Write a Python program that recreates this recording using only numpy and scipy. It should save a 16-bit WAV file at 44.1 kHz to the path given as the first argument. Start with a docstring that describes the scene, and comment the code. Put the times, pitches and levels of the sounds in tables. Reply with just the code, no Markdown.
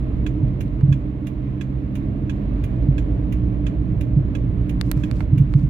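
"""A car engine drones low in the cabin on a country road: multiples of its firing rate, added as sines.
The indicator relay goes tick-tock: noise bursts over the damped modes of its housing.
Bumps in the road set the microphone's mount booming: damped sines. Loose plastic trim snaps early on and
near the end, where it also rattles: filtered impulses and modulated noise.
Behind lie tyre rumble, roar and hiss, all shaped noise, and the droning resonance of the cabin, a sine."""
import sys
import numpy as np
from scipy import signal
from scipy.fft import rfft, irfft, next_fast_len
from scipy.io import wavfile
from scipy.ndimage import uniform_filter1d, minimum_filter1d

SR = 44100
rng = np.random.default_rng(int(sys.argv[2]) if len(sys.argv) > 2 else 0)


def pcm_store(signal):
    """Save signal as 16-bit PCM."""
    levels = np.round(np.clip(np.atleast_2d(signal), -1, 1) * 32767)
    wavfile.write(sys.argv[1], SR, levels.astype(np.int16).T)


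N = 250929
T = np.arange(N) / SR


def undb(db):
    """Level to amplitude: 20 dB is a factor of ten."""
    return 10 ** (np.asarray(db) / 20)


def unit(x):
    """Normalisation to a root-mean-square amplitude of 1."""
    return x / np.sqrt(np.mean(x ** 2))


def curves(table):
    """Linear interpolation in time of each column that follows t/s."""
    s, *columns = np.transpose(table)
    return [np.interp(T, s, c) for c in columns]


def pan(db):
    """Interaural level difference: left and right gains that differ by db, left minus right."""
    return undb(np.array([[db], [-db]]) / 2)


def along(points, size):
    """Interpolation over log frequency of an (f/Hz, value) table, on the bins of a transform."""
    hz, value = np.transpose(points)
    bins_hz = np.fft.rfftfreq(size, 1 / SR)
    return np.interp(np.log(bins_hz + 1), np.log(hz), value)


def colour(x, points):
    """Minimum-phase filtering: folding the cepstrum makes an (f/Hz, level/dB) response causal."""
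    size = next_fast_len(x.shape[-1] // 2 + SR // 20) * 2
    cepstrum = irfft(np.log(undb(along(points, size))))
    cepstrum[1:size // 2] *= 2
    cepstrum[size // 2 + 1:] = 0
    response = np.exp(rfft(cepstrum))
    return irfft(rfft(x, size) * response)[..., :x.shape[-1]]


def walk(rate):
    """Smoothed random modulation: `rate` random steps a second, averaged twice, rms 1."""
    k = int(SR / rate)
    steps = np.repeat(rng.standard_normal(N // k + 1), k)
    return unit(uniform_filter1d(uniform_filter1d(steps, k), k)[:N])


def fade(t, t60):
    """Exponential decay: the level falls by 60 dB in t60 seconds."""
    return np.exp(-np.log(1000) * t / t60)


def add(out, s, sound):
    """Superposition: a stereo sound is summed in from time s."""
    i = max(int(s * SR), 0)
    out[:, i:i + sound.shape[1]] += sound[:, :max(N - i, 0)]


# engine speed, creeping up, then sinking as the throttle eases:
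# (t/s, mean firing rate f/Hz, growl level in the 3rd multiple/dB)
ENGINE_SPEED = [(0, 63.32, -38), (.6, 64.07, -41), (1.3, 65.8, -37), (2.45, 66.8, -33), (2.8, 60.78, -35),
                (4.2, 60.14, -33), (5.69, 61.5, -42.5)]
# firing tone and its 2nd multiple: (level at the reference rate/dB, level gained per Hz of firing rate/dB)
ENGINE_TONES = [(-32, -1.25), (-30.5, -.25)]
ENGINE_REF_HZ = 64


def engine(waver=.0035, flutter_db=2.13):
    """Harmonic series: multiples of a wavering firing rate; the lowest swells nearing the cabin's resonance."""
    hz, growl_db = curves(ENGINE_SPEED)
    levels = [db + slope * (hz - ENGINE_REF_HZ) for db, slope in ENGINE_TONES]
    levels.append(growl_db)
    phase = 2 * np.pi * np.cumsum(hz * (1 + waver * walk(7.9))) / SR
    tones = np.zeros(N)
    for k, db in enumerate(levels, 1):
        tone = unit(np.sin(k * phase + rng.uniform(0, 2 * np.pi)))
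        tones += tone * undb(db + flutter_db * walk(12))
    return tones * pan(-5.0)


# modes of the relay housing:
# (f/Hz, 60 dB decay time t/s, relative level pulling in/dB, relative level letting go/dB)
HOUSING_MODES = [(1070, 0.061, -7.5, -18.5), (1644, 0.035, 5, -5.5), (1986, 0.023, -14, -3),
                 (2374, 0.11, -8, -1.5), (2568, 0.035, 5, -0.5), (2770, 0.075, -16, 0.5),
                 (3370, .05, -3, -16), (6080, .04, -18.5, -29), (6600, 0.08, -20, -11.5)]
FIRST_LOUDER_DB = 1.5  # the first flash strikes harder


def relay(strokes, ring_db, points, level_db, modes_db, pan_db, ring_pan_db, t60):
    """Impact excitation: the armature chatters on its stop, the housing's modes ring, the cabin answers."""
    out, t = np.zeros((2, N)), np.arange(SR // 4) / SR
    rise = np.minimum(t / 0.0025, 1)
    cabin = undb(-21) * fade(t, .35)
    for k, s in enumerate(strokes):
        stroke_db = level_db + (FIRST_LOUDER_DB if k == 0 else 0)
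        noise = rng.standard_normal((2, len(t)))
        chatter = unit(colour(noise, points)) * np.hypot(fade(t, t60), cabin)
        ring = np.zeros((2, len(t)))
        for (hz, mode_t60, _, _), db in zip(HOUSING_MODES, ring_db):
            ring += undb(db) * fade(t, mode_t60) * np.sin(2 * np.pi * (hz * t + rng.random((2, 1))))
        stroke = chatter * pan(pan_db) + undb(modes_db) * ring * pan(ring_pan_db)
        add(out, s, undb(stroke_db) * rise * stroke)
    return out


# spectrum of the chatter as the relay pulls in: (f/Hz, relative level/dB)
TICK_COLOUR = [(700, -17), (1500, -3.5), (2500, -4), (3300, -2.5), (4800, -18), (6100, -13.5), (7200, -13),
               (8600, -26.5), (12000, -22.5), (15500, -34), (16300, -51.5)]
# spectrum of the chatter as it lets go: (f/Hz, relative level/dB)
TOCK_COLOUR = [(700, -30), (1500, -3.5), (2500, 1), (3600, -6), (4500, -18), (6700, -12), (8300, -22.5),
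               (9600, -11.5), (11000, -17), (12500, -13), (15600, -20.5), (16300, -43.5)]
# the flasher's clock: first tick, period, time the lamp stays lit, how much sooner the second tick comes
FIRST_TICK_S, FLASH_S, LIT_S, FIRST_SHORT_S = .263, .685, .3428, .0232


def indicator():
    """Periodic switching: each flash has a full tick as the relay pulls in, a thinner tock as it lets go."""
    _, _, pull_db, release_db = np.transpose(HOUSING_MODES)
    pulls = np.arange(FIRST_TICK_S, N / SR, FLASH_S)
    pulls[1:] -= FIRST_SHORT_S
    tick = relay(pulls, pull_db, TICK_COLOUR, level_db=-40.5, modes_db=0,
                 pan_db=-10.0, ring_pan_db=-17.0, t60=0.08)
    tock = relay(pulls + LIT_S, release_db, TOCK_COLOUR, level_db=-41, modes_db=-4.5,
                 pan_db=-9.5, ring_pan_db=-9, t60=0.076)
    return tick + tock


# jolts from the road: (t/s, relative level/dB)
BUMPS = [(.425, -11), (0.827, -0.5), (.879, -4.5), (.908, -9.5), (2.878, -5), (4.162, -5), (4.959, -11.5),
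         (5.324, -5.5), (5.367, -11.5), (5.396, -2), (5.544, -0.5), (5.628, -8.5)]
BUMP_PUSH_S = .013  # time for the mount to swing up


def bumps(ring_hz=138, t60=0.11, thud_db=-10.0, thud_hz=95):
    """Damped oscillation: each jolt swings the mount up, then it rings out over a lower thud of the body."""
    out, t = np.zeros((2, N)), np.arange(SR // 4) / SR
    push = np.sin(np.pi / 2 * np.minimum(t / BUMP_PUSH_S, 1)) ** 2
    swing = push * fade(np.maximum(t - BUMP_PUSH_S, 0), t60)
    ring = np.sin(2 * np.pi * ring_hz * t)
    for s, db in BUMPS:
        thud = undb(thud_db) * np.sin(2 * np.pi * (thud_hz * t + rng.random()))
        add(out, s, undb(db) * swing * (ring + thud) * pan(-3.0))
    return out


# trim snaps: (t/s, relative level/dB, left minus right level/dB, dull above f/Hz)
SNAPS = [(0.483, -28, -15, 3500), (0.681, -31.5, 15, 5000), (.810, -14, -19, 1600), (4.8127, 0.5, 19, 4700),
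         (4.915, -6.5, -27, 17000), (4.918, -2, -9, 5500), (4.9755, -21.5, 8, 7000),
         (5.1132, -6, -13, 3600), (5.168, -21, 0, 5000), (5.2064, 0.5, -13, 1470),
         (5.539, -13.5, -21, 2800), (5.596, -22.5, -11.5, 3000)]
# spectrum of a snap before dulling: (f/Hz, relative level/dB)
TRIM_COLOUR = [(200, -13), (600, 0.5), (1250, 2.5), (2300, 1), (3300, -4), (4250, 2), (5800, -7),
               (8000, -1.5), (13000, 4.5), (16000, 1.5)]
SNAP_CYCLES = 42  # 60 dB decay in cycles of the dulling frequency: soft contacts last longer


def trim(level_db=-3, scatter_db=-19, tail_db=-54):
    """Impulse response: loose plastic snaps once, scatters off nearby panels and dies in the upholstery."""
    out, t = np.zeros((2, N)), np.arange(SR // 6) / SR
    for s, db, pan_db, dull_hz in SNAPS:
        scatter = undb(scatter_db) * fade(t, SNAP_CYCLES / dull_hz)
        tail = undb(tail_db) * fade(t, 0.14)
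        snap = rng.standard_normal((2, len(t))) * (scatter + tail)
        snap[:, 0] += 1  # the direct impulse
        contact = signal.butter(2, min(dull_hz, .45 * SR), fs=SR, output="sos")
        dulled = signal.sosfilt(contact, colour(snap, TRIM_COLOUR))
        add(out, s, dulled * undb(db + level_db) * pan(pan_db))
    return out


# trim rubbing between snaps: (start t/s, length t/s, peak level of the swell/dB)
RUBS = [(4.82, 0.12, -62), (4.94, 0.16, -64), (5.12, 0.13, -63), (5.488, 0.17, -66)]
# spectrum of the rubbing: (f/Hz, relative level/dB)
RUB_COLOUR = [(2000, -16), (4000, -2), (5800, -3), (7300, -4.5), (8800, -11), (13000, -11), (16000, -17)]


def rubbing():
    """Stick-slip friction: plastic on plastic as noise with a fast grain, for a dense run of tiny slips."""
    out = np.zeros((2, N))
    grain = undb(2.5 * walk(900))
    slips = unit(colour(rng.standard_normal((2, N)) * grain, RUB_COLOUR))
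    for s, length, db in RUBS:
        u = np.clip((T - s) / length, 0, 1)
        swell = 2 * np.sqrt(u * (1 - u))
        out += slips * swell * undb(db) * pan(5.5)
    return out


# likeness of the two sides: (f/Hz, left-right correlation)
LIKENESS = [(30, 0.9), (130, 0.92), (290, 0.92), (640, 0.27), (1400, -0.38), (3000, 0.13), (16000, .05)]


def cabin_noise():
    """Diffuse-field coherence: long waves reach both sides alike, short ones do not."""
    size = next_fast_len(N // 2 + 1) * 2
    c = np.clip(along(LIKENESS, size), -1, 1)
    mid, side = rfft(rng.standard_normal((2, size))) * np.sqrt([1 + c, 1 - c])
    return irfft(np.array([mid + side, mid - side]))[:, :N]


# coarseness of the asphalt, with a smooth stretch early on: (t/s, rumble level before the reference/dB)
ROAD_RUMBLE = [(0, -24), (.5, -22), (1.1, -27.5), (1.7, -29.5), (2.65, -24), (4.4, -22), (5.69, -23)]
RUMBLE_REF_DB = -24


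def coarseness():
    """Roughness excitation: the road's rumble level in dB against the reference."""
    return curves(ROAD_RUMBLE)[0] - RUMBLE_REF_DB


# spectrum of the deep rumble: (f/Hz, relative level/dB per Hz)
RUMBLE_COLOUR = [(18, -28), (30, -11), (46, 0), (58, 0), (72, -3), (90, -2), (110, 1), (130, -2), (155, -6),
                 (168, -11), (185, -6), (200, -8), (218, -17), (270, -40), (1500, -100)]


def rumble(coarse_db):
    """Structure-borne noise: coarse asphalt shakes the body and the cabin air."""
    return unit(colour(cabin_noise(), RUMBLE_COLOUR)) * undb(-25 + coarse_db) * pan(-3.5)


def drone(coarse_db):
    """Cavity resonance: the wheels keep the cabin's lowest mode droning, its pitch drifting."""
    hz = 51 + 1.8 * walk(6)
    tone = unit(np.sin(2 * np.pi * np.cumsum(hz) / SR))
    return tone * undb(-29.5 + coarse_db) * undb(2.5 * walk(7)) * pan(-1.8)


# spectrum of the body panels: (f/Hz, relative level/dB per Hz)
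PANEL_COLOUR = [(170, -30), (225, -9.5), (255, -5), (275, -6), (298, 1), (320, -8), (345, -16), (420, -29),
                (600, -68.5), (2500, -100)]


def panels(roar_db):
    """Forced panel vibration: a boom in step with the tread, .6 dB for each dB of tyre roar."""
    level_db = -30.5 + .6 * (roar_db - roar_db.mean())
    return unit(colour(cabin_noise(), PANEL_COLOUR)) * undb(level_db) * pan(-4.5)


# spectrum of the tyre roar: (f/Hz, relative level/dB per Hz)
TYRE_COLOUR = [(250, -21.5), (360, 0.5), (450, 1), (540, -5), (605, -0.5), (700, -9), (820, -16.5),
               (1100, -19.5), (2000, -68.5), (4000, -91)]


def tyre_roar(roar_db):
    """Tread noise: a band of diffuse noise whose level follows the road and flickers a little."""
    return unit(colour(cabin_noise(), TYRE_COLOUR)) * undb(roar_db + 1.0 * walk(14)) * pan(-3.0)


# spectrum of the hiss on the left: (f/Hz, relative level/dB per Hz)
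HISS_LEFT = [(500, -17), (1050, 0), (1400, -3), (2000, -7.5), (2700, -12.5), (3300, -23.5), (4100, -19),
             (5000, -33), (7400, -33.5), (8400, -43.5), (13000, -39), (16000, -40.5)]
# spectrum of the hiss on the right: (f/Hz, relative level/dB per Hz)
HISS_RIGHT = [(500, -9.5), (1050, 2.5), (1400, -3), (2200, -4), (3000, -11), (3900, -16), (4800, -25.5),
              (5800, -30), (7400, -32), (8400, -37), (13000, -36), (16000, -37)]


def tyre_hiss(hiss_db):
    """Broadband tread noise: the hiss has its own spectrum on each side."""
    left, right = cabin_noise()
    hiss = np.array([unit(colour(left, HISS_LEFT)), unit(colour(right, HISS_RIGHT))])
    return hiss * undb(hiss_db + 0.49 * walk(16)) * pan(-7)


# tread noise: (t/s, mean level of the tyre roar/dB, mean level of the hiss/dB)
TREAD = [(0, -40.5, -52), (1.1, -44, -54), (1.7, -44, -53.5), (2.65, -40, -51), (3.3, -40.5, -52.5),
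         (4.4, -42.5, -53), (5, -41.7, -51), (5.69, -45.5, -53)]


def road():
    """Common excitation: one coarseness drives rumble and drone, one tread the panels and roar; hiss on top."""
    coarse_db = coarseness()
    roar_db, hiss_db = curves(TREAD)
    low = rumble(coarse_db) + drone(coarse_db)
    return low + panels(roar_db) + tyre_roar(roar_db) + tyre_hiss(hiss_db)


def scene():
    """Superposition of everything heard in the cabin."""
    return engine() + indicator() + bumps() + trim() + rubbing() + road()


def record(dry):
    """Peak limiting and low-pass filtering: a smoothed gain eases loud peaks down; the top is cut."""
    ceiling = .83
    gain = ceiling / np.maximum(np.abs(dry).max(axis=0), ceiling)
    held = minimum_filter1d(gain, size=900)
    gain = uniform_filter1d(uniform_filter1d(held, size=440), size=440)
    top_cut = signal.ellip(8, .2, 70, 16400, fs=SR, output="sos")  # ripple dB, stopband dB, edge Hz
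    return signal.sosfilt(top_cut, dry * gain)


dry = scene()
out = record(dry)
pcm_store(out)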